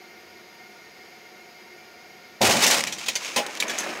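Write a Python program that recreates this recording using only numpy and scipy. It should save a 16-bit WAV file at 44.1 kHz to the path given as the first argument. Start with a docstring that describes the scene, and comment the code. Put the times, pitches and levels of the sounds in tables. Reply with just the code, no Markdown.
"""Heard from inside a parked car on a gravel verge: a fan hums and hisses (filtered noise) throughout.
A tyre bursts: swinging cabin modes and noise make a thump and boom that overload the microphone.
A spray of grit, made of random clicks, hits the windscreen, and single stones crack, ring and thud on the car.
Heavy clods ring the bonnet while sand, then earth with pebbles, patters down in more random clicks."""
import sys
import numpy as np
from scipy import signal
from scipy.fft import rfft, irfft
from scipy.io import wavfile
from scipy.ndimage import map_coordinates

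SR = 44100
rng = np.random.default_rng(int(sys.argv[2]) if len(sys.argv) > 2 else 0)


def digitize_waveform(pressure):
    """Quantize a signal to 16-bit integers and store it at the path in sys.argv[1].

    Rows of a 2-D input are taken as channels; values are limited to [-1, 1].
    """
    field = np.atleast_2d(pressure).T
    bounded = np.clip(field, -1, 1)
    quanta = np.round(bounded * 32767).astype(np.int16)
    wavfile.write(sys.argv[1], SR, quanta)


N = 176400
TIME = np.arange(N) / SR  # seconds
FREQS = np.maximum(np.fft.rfftfreq(N, 1 / SR), 1)  # Hz, kept above zero for the logarithm

# In every spectrum only the shape counts, because the filtered sound is scaled to rms 1.
# A t60 is the time in seconds that a sound takes to fade by 60 dB.

# Tone of the fan's air. Each row: frequency in Hz, strength in relative dB per Hz.
FAN_SPECTRUM = [(30, 9), (50, 1), (78, 8), (102, 0), (215, 6.5), (285, -4.5), (450, 4), (850, -7.5),
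                (1200, -3.5), (2300, -1.5), (3300, -6), (5000, -3.5), (6700, -16), (7500, -21.5),
                (9800, -20), (12700, -12.5), (15600, -18)]
# Resonances of the fan's ducts. Each row: frequency in Hz, width in Hz, height in dB above the spectrum.
DUCT_RESONANCES = [(352, 32, 12.5), (733, 32, 16.8), (933, 17, 13.7), (1425, 32, 11.2), (1842, 11, 14),
                   (2137, 22, 16.6), (2325, 28, 10.5), (2790, 150, 1.9), (4990, 74, 5), (6720, 310, 10.7)]
FAN_DB, FAN_WAVER_S, FAN_WAVER_PER_S = -46.5, 0.00025, 3.25  # waver: size of the time shift, and its pace
IDLE_HZ, IDLE_WIDTH_HZ, IDLE_DB = 83.7, 3.3, -64.5  # faint low hum; width of each of its two filters

# Tone of the blast's boom in the cabin. Each row: frequency in Hz, strength in relative dB per Hz.
BOOM_SPECTRUM = [(30, -14), (70, 5), (170, 6), (420, -5), (930, -2.5), (1150, -10), (2500, -14),
                 (8000, -45)]
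# Resonances of the cabin. Each row: frequency in Hz, width in Hz, height in dB above the spectrum.
CABIN_RESONANCES = [(207, 35, 2.6), (332, 52, 4.5), (552, 41, 8.4), (699, 38, 4.8), (770, 40, 1.7),
                    (855, 33, 5.4), (955, 15, 1.6)]
# Tone of the slow pressure wave. Each row: frequency in Hz, strength in relative dB per Hz.
PUSH_SPECTRUM = [(15, -15), (45, -12), (85, -5.5), (140, -13.5), (200, -18), (340, -9.5), (700, -11.5),
                 (1100, -39)]
# Lowest cabin modes. Each row: frequency in Hz, width in Hz, height in dB above the spectrum.
PUSH_RESONANCES = [(76.5, 7.7, 8), (123, 12, 12.5)]
BURST_S, BURST_ATTACK_S, BURST_HOLD_S = 2.406, 0.014, 0.017
THUMP_DB, THUMP_T60_S = -22.5, 0.11  # level of each mode in the first blow
BOOM_DB, BOOM_T60_S = -21, 1.38
SURGE_DB, SURGES_PER_S = 1, 23  # typical size and pace of the surges in the boom
PUSH_DB, PUSH_ATTACK_S, PUSH_HOLD_S, PUSH_T60_S = -13.5, 0.015, 0.022, 0.34

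# Strength of the grit spray over time. Each row: time in seconds, level in dB.
SPRAY_LEVEL = [(2.405, -71), (2.413, -55), (2.417, -17), (2.443, -16), (2.453, -5), (2.483, -17.5),
               (2.506, -12.5), (2.56, -19.5), (2.602, -21), (2.64, -7.5), (2.688, -28), (2.716, -12),
               (2.775, -21.5), (2.805, -25.5), (2.83, -35), (2.96, -54), (3.1, -79)]
# Tone of the grit. Each row: frequency in Hz, strength in relative dB per Hz.
GRIT_SPECTRUM = [(150, -14.5), (600, -2), (1200, -1), (1800, -0.5), (2250, 2.5), (3000, 0), (4500, -1.5),
                 (6800, -1.5), (8000, -5), (11000, -13), (15500, -15.5)]
GRIT_PER_S, GRIT_SPREAD_DB = 4000, 6
SPOT_T60_S, SPOT_WET_DB = 0.048, 3.5  # reflections from each spot that the debris hits

# Stones striking the car. Each row: start in seconds, level in dB, ring pitch in Hz, ring in dB,
# t60 in seconds, thud in dB. Ring and thud are relative to the row's level.
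STONE_HITS = [(2.415, -13.5, 3530, -9, 0.091, -8), (2.4327, -8.5, 3290, -5, 0.015, -21),
              (2.498, -10, 6440, -18, 0.012, 7), (2.636, 12.5, 4300, -35, 0.031, -9.5),
              (2.6644, 4, 6690, -13, 0.02, -27), (2.674, -7, 5520, -17, 0.085, -7.5),
              (2.71, 0.5, 5860, -7, 0.023, -27), (2.7432, -15.5, 3300, -4, 0.03, -7),
              (2.7833, -13.5, 5320, -9, 0.0082, -2), (2.806, -17.5, 2290, -7, 0.029, -10.5),
              (2.8384, -6.5, 6400, -16, 0.0048, -24), (2.8705, -25, 2310, -9.5, 0.11, -11.5),
              (2.924, -28.5, 5830, -6.5, 0.12, -27), (2.984, -32.5, 3140, -12, 0.11, -18),
              (3.062, -31.5, 3860, -9, 0.14, -26), (3.0837, -16.5, 3310, -8.5, 0.076, -11),
              (3.154, -19, 4840, -9, 0.085, -32), (3.159, -31, 2175, -1, 0.045, -35),
              (3.2474, -30.5, 2200, -6, 0.019, -6), (3.3614, -16.5, 2560, -7, 0.14, -9),
              (3.376, -25, 2840, -3, 0.1, -6), (3.464, -27, 1590, -22, 0.032, -7),
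              (3.5518, -28, 3770, -17, 0.0086, -24), (3.572, -31, 3860, -4, 0.022, -13),
              (3.6009, -15, 3800, -11, 0.051, -32), (3.624, -30, 2317, 12, 0.025, -3),
              (3.6315, -33.5, 2310, 1, 0.075, 2.5), (3.6805, -31.5, 6120, -6, 0.1, -14),
              (3.696, -28.5, 1666, -4, 0.16, -16), (3.7865, -20, 6750, 11, 0.0042, -17),
              (3.789, -32.5, 6260, 4, 0.11, -10), (3.805, -29, 10250, -5, 0.03, -21),
              (3.831, -39.5, 1700, 5, 0.12, -13)]
# Tone of a stone's crack. Each row: frequency in Hz, strength in relative dB per Hz.
CRACK_SPECTRUM = [(300, -9), (1200, -15), (1900, -1), (2600, -1), (4500, -2), (6600, -1), (8000, -7.5),
                  (11000, -15), (15500, -16.5)]
STONE_ATTACK_S, STONE_HOLD_S = 0.00053, 0.0003
CHIPS_PER_S, CHIP_SPREAD_DB = 16000, 1
RING_WIDTH_HZ, RING_ROUGH_DB = 710, -0.5  # the rattle in a stone's ring

# Heavy clods landing on the bonnet. 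Each row: start in seconds, level in dB, pitch in Hz.
CLOD_HITS = [(2.486, -14.5, 562), (2.490, -14, 980), (2.565, -18.5, 262), (2.652, -19, 622),
             (3.364, -17.5, 850), (3.374, -20, 296), (3.387, -20.5, 595), (3.697, -28, 349),
             (3.864, -29.5, 502), (3.884, -29.5, 638)]
# Tone of the car's panel. Each row: frequency in Hz, strength in relative dB per Hz.
PANEL_SPECTRUM = [(50, -30), (100, -11.5), (200, -5), (450, -6.5), (900, -10.5), (1300, -17), (3000, -37.5)]
# Resonances of the panel. Each row: frequency in Hz, width in Hz, height in dB above the spectrum.
PANEL_RESONANCES = [(235.7, 13, 10.7), (396, 32, 6), (557, 40, 10.8), (609, 26, 8.2), (674, 40, 12),
                    (820, 10.5, 13), (1012, 25, 14)]
CLOD_ATTACK_S, CLOD_HOLD_S, CLOD_T60_S = 0.0036, 0.002, 0.11
CLOD_THUD_DB, CLOD_SPREAD_OCTAVES = -7, 0.35  # spread: how far from its pitch a clod excites the modes

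# Strength of the falling sand over time. Each row: time in seconds, level in dB.
SAND_LEVEL = [(2.7, -72), (2.85, -32), (2.965, -43.5), (3.02, -35.5), (3.14, -40), (3.205, -38.5),
              (3.24, -32.5), (3.29, -34.5), (3.32, -36), (3.42, -41), (3.55, -40), (3.665, -42.5),
              (3.78, -33), (3.87, -37), (4.0, -42)]
# Tone of the sand. Each row: frequency in Hz, strength in relative dB per Hz.
SAND_SPECTRUM = [(150, -29), (350, -11), (1150, -4.5), (1800, -2.5), (2300, 2.5), (3200, -1.5),
                 (4700, -3.5), (6500, -2), (8000, -10), (11000, -17), (15500, -22)]
SAND_PER_S, SAND_SPREAD_DB = 910, 1.5

# Strength of the falling earth over time. Each row: time in seconds, level in dB.
EARTH_LEVEL = [(2.9, -62), (3.2, -47.5), (3.34, -43.5), (3.44, -35), (3.53, -44), (3.66, -37), (3.71, -37),
               (3.75, -36), (3.87, -35), (4.0, -37)]
# Tone of the earth on the bodywork. 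Each row: frequency in Hz, strength in relative dB per Hz.
EARTH_SPECTRUM = [(50, -23), (100, -8), (230, 4), (400, -1), (560, 4), (1000, 0), (1650, 1), (2500, -1),
                  (5000, -28)]
EARTH_PER_S, EARTH_SPREAD_DB = 930, 2.5
PEBBLES_PER_S, PEBBLE_SPREAD_DB, PEBBLE_DB = 240, 3, -3.5  # level relative to the earth
PEBBLE_LOW_HZ, PEBBLE_HIGH_HZ, PEBBLE_Q = 320, 2502, 70  # Q: pitch divided by width

OVERLOAD = 0.22  # the largest swing the microphone can pass on
LOW_CUT_HZ, AIR_HZ, CUTOFF_HZ = 195, 13600, 15700


def from_db(db):
    """Turn decibels into a gain."""
    return 10 ** (np.asarray(db) / 20)


def rms_one(x):
    """Scale a sound to an average power of 1."""
    return x / np.sqrt(np.mean(x ** 2) + 1e-20)


def level(curve):
    """Follow a curve of times and dB: silent before its first row, steady after its last."""
    seconds, db = np.transpose(curve)
    return from_db(np.interp(TIME, seconds, db)) * (TIME >= seconds[0])


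def envelope(start, attack, hold, t60):
    """Rise in a straight line, hold, then die away exponentially."""
    age = TIME - start
    rise = np.clip(age / attack, 0, 1)
    decay = from_db(-60 * np.clip((age - attack - hold) / t60, 0, 3))
    return rise * decay


def colour(x, spectrum, resonances=()):
    """Filter a sound to a smooth spectrum with resonant peaks, without sounding ahead of it; rms 1."""
    hz, db = np.transpose(spectrum)
    peaks = 1
    for peak_hz, width_hz, height_db in resonances:
        peaks = peaks + from_db(2 * height_db) / (1 + (2 * (FREQS - peak_hz) / width_hz) ** 2)
    gain = from_db(np.interp(np.log(FREQS), np.log(hz), db)) * np.sqrt(peaks)
    # Folding the cepstrum gives the minimum-phase filter: the same gain, with the earliest response.
    cepstrum = irfft(np.log(gain), N)
    cepstrum[1:N // 2] *= 2
    cepstrum[N // 2 + 1:] = 0
    response = np.exp(rfft(cepstrum))
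    return rms_one(irfft(rfft(x) * response, N))


def noise(spectrum, resonances=()):
    """Make steady noise with a given tone."""
    return colour(rng.standard_normal(N), spectrum, resonances)


def resonate(x, hz, width_hz):
    """Ring a single resonance, wider meaning shorter; rms 1."""
    radius = np.exp(-np.pi * width_hz / SR)
    feedback = [1, -2 * radius * np.cos(2 * np.pi * hz / SR), radius * radius]
    return rms_one(signal.lfilter([1, 0, -1], feedback, x))


def sine(start, hz):
    """A pure swing that crosses zero upwards at the start time; rms 1."""
    return np.sqrt(2) * np.sin(2 * np.pi * hz * (TIME - start))


def drift(per_s):
    """Wander slowly by chance around zero, with a typical size of 1."""
    slow = rfft(rng.standard_normal(N)) / (1 + (FREQS / per_s) ** 4)
    return rms_one(irfft(slow, N))


def cabin(x, t60, wet_db):
    """Add dense, quickly dying reflections in the small cabin, keeping about the same power."""
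    age = TIME[:SR // 10]
    echoes = rng.standard_normal(len(age)) * from_db(-60 * age / t60)
    echoes = echoes / np.linalg.norm(echoes)
    wet = from_db(wet_db)
    reflected = signal.fftconvolve(x, echoes)[:N]
    return (x + wet * reflected) / np.hypot(1, wet)


def grains(per_s, spread_db):
    """Scatter tiny clicks at random, mostly small and a few large."""
    sizes = from_db(spread_db * np.minimum(rng.exponential(1, N), 4))
    signs = rng.choice([-1, 1], N)
    hits = rng.random(N) < per_s / SR
    return sizes * signs * hits


def patter(per_s, spread_db, count=14):
    """Share grains among several spots of the car, each with its own reflections."""
    return sum(cabin(grains(per_s / count, spread_db), SPOT_T60_S, SPOT_WET_DB) for _ in range(count))


def fan():
    """Air rushes unsteadily through resonant ducts, its hiss rippled by reflections, over a faint hum."""
    air = noise(FAN_SPECTRUM, DUCT_RESONANCES)
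    low_pass = signal.butter(4, 3000, fs=SR, output="sos")
    low = signal.sosfiltfilt(low_pass, air)
    hiss = cabin(air - low, t60=0.07, wet_db=-5)
    # Reading the sound slightly early or late makes its tones waver.
    read_times = TIME + FAN_WAVER_S * drift(FAN_WAVER_PER_S)
    rush = map_coordinates(low + hiss, [read_times * SR], order=3, mode="mirror")
    hum = resonate(rng.standard_normal(N), IDLE_HZ, IDLE_WIDTH_HZ)
    hum = resonate(hum, IDLE_HZ, IDLE_WIDTH_HZ)
    return from_db(FAN_DB) * rush + from_db(IDLE_DB) * hum


def blast():
    """The pressure front thumps the cabin modes, leaving a surging boom and a slow, strong push of air."""
    # Neighbouring modes start in opposite directions.
    modes = sum((-1) ** k * sine(BURST_S, hz) for k, (hz, _, _) in enumerate(CABIN_RESONANCES))
    thump = from_db(THUMP_DB) * modes
    thump *= envelope(BURST_S, BURST_ATTACK_S, BURST_HOLD_S, THUMP_T60_S)
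    surges = from_db(BOOM_DB + SURGE_DB * drift(SURGES_PER_S))
    boom = surges * noise(BOOM_SPECTRUM, CABIN_RESONANCES)
    boom *= envelope(BURST_S, BURST_ATTACK_S, BURST_HOLD_S, BOOM_T60_S)
    push = from_db(PUSH_DB) * noise(PUSH_SPECTRUM, PUSH_RESONANCES)
    push *= envelope(BURST_S, PUSH_ATTACK_S, PUSH_HOLD_S, PUSH_T60_S)
    return thump + boom + push


def grit_spray():
    """Thousands of grains a second strike the windscreen, coloured by the cabin's resonances."""
    return level(SPRAY_LEVEL) * colour(patter(GRIT_PER_S, GRIT_SPREAD_DB), GRIT_SPECTRUM, CABIN_RESONANCES)


def stones():
    """Each stone cracks in a rush of chips, rings briefly at its own pitch and thuds in the panel."""
    thud = noise(PANEL_SPECTRUM, PANEL_RESONANCES)
    chips = grains(CHIPS_PER_S, CHIP_SPREAD_DB)
    crack = colour(chips, CRACK_SPECTRUM)
    out = np.zeros(N)
    for start, db, ring_hz, ring_db, t60, thud_db in STONE_HITS:
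        glass = cabin(crack, t60=0.03, wet_db=-1)
        rattle = from_db(RING_ROUGH_DB) * resonate(chips, ring_hz, RING_WIDTH_HZ)
        ring = sine(start, ring_hz) + rattle
        tone = glass + from_db(ring_db) * ring + from_db(thud_db) * thud
        out += from_db(db) * envelope(start, STONE_ATTACK_S, STONE_HOLD_S, t60) * tone
    return out


def clods():
    """Each clod thuds briefly and rings the bonnet's modes, most of all those near its own pitch."""
    thud = noise(PANEL_SPECTRUM, PANEL_RESONANCES)
    out = np.zeros(N)
    for start, db, pitch_hz in CLOD_HITS:
        knock = from_db(CLOD_THUD_DB) * thud * envelope(start, CLOD_ATTACK_S, CLOD_HOLD_S, CLOD_T60_S)
        for hz, width_hz, _ in PANEL_RESONANCES:
            octaves_away = np.log2(hz / pitch_hz)
            share = 0.5 * np.exp(-(octaves_away / CLOD_SPREAD_OCTAVES) ** 2)
            ring_t60 = np.log(1000) / (np.pi * width_hz)  # a narrow resonance rings longer
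            knock += share * sine(start, hz) * envelope(start, CLOD_ATTACK_S, 0, ring_t60)
        out += from_db(db) * knock
    return out


def sand_fall():
    """Sand trickles down as many small clicks of nearly even size."""
    return level(SAND_LEVEL) * colour(patter(SAND_PER_S, SAND_SPREAD_DB), SAND_SPECTRUM)


def pebbles(count=22):
    """Scattered pebbles each ring one spot of the bodywork for a moment."""
    pitches = np.geomspace(PEBBLE_LOW_HZ, PEBBLE_HIGH_HZ, count) * rng.uniform(0.96, 1.04, count)
    out = np.zeros(N)
    for hz in pitches:
        hits = grains(PEBBLES_PER_S / count, PEBBLE_SPREAD_DB) + 1e-18  # never exactly silent
        out += resonate(hits, hz, hz / PEBBLE_Q)
    return rms_one(out)


def earth_fall():
    """Earth drums on the bodywork as low-pitched grains, with ringing pebbles among it."""
    earth = colour(patter(EARTH_PER_S, EARTH_SPREAD_DB), EARTH_SPECTRUM)
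    return level(EARTH_LEVEL) * (earth + from_db(PEBBLE_DB) * pebbles())


def scene():
    """Add up all the sounds as they reach the microphone in the car, in one channel."""
    debris = grit_spray() + stones() + clods() + sand_fall() + earth_fall()
    return (fan() + blast() + debris)[None]


def record(dry):
    """The microphone squashes large swings, loses deep bass and some treble, and the top is cut."""
    x = OVERLOAD * np.tanh(dry / OVERLOAD)
    x = signal.sosfilt(signal.butter(2, LOW_CUT_HZ, "high", fs=SR, output="sos"), x)
    x = signal.sosfilt(signal.butter(1, AIR_HZ, fs=SR, output="sos"), x)
    # A steep filter: 0.2 dB of ripple below the cutoff, 80 dB of loss above.
    return signal.sosfilt(signal.ellip(10, 0.2, 80, CUTOFF_HZ, fs=SR, output="sos"), x)


dry = scene()
out = record(dry)
digitize_waveform(out)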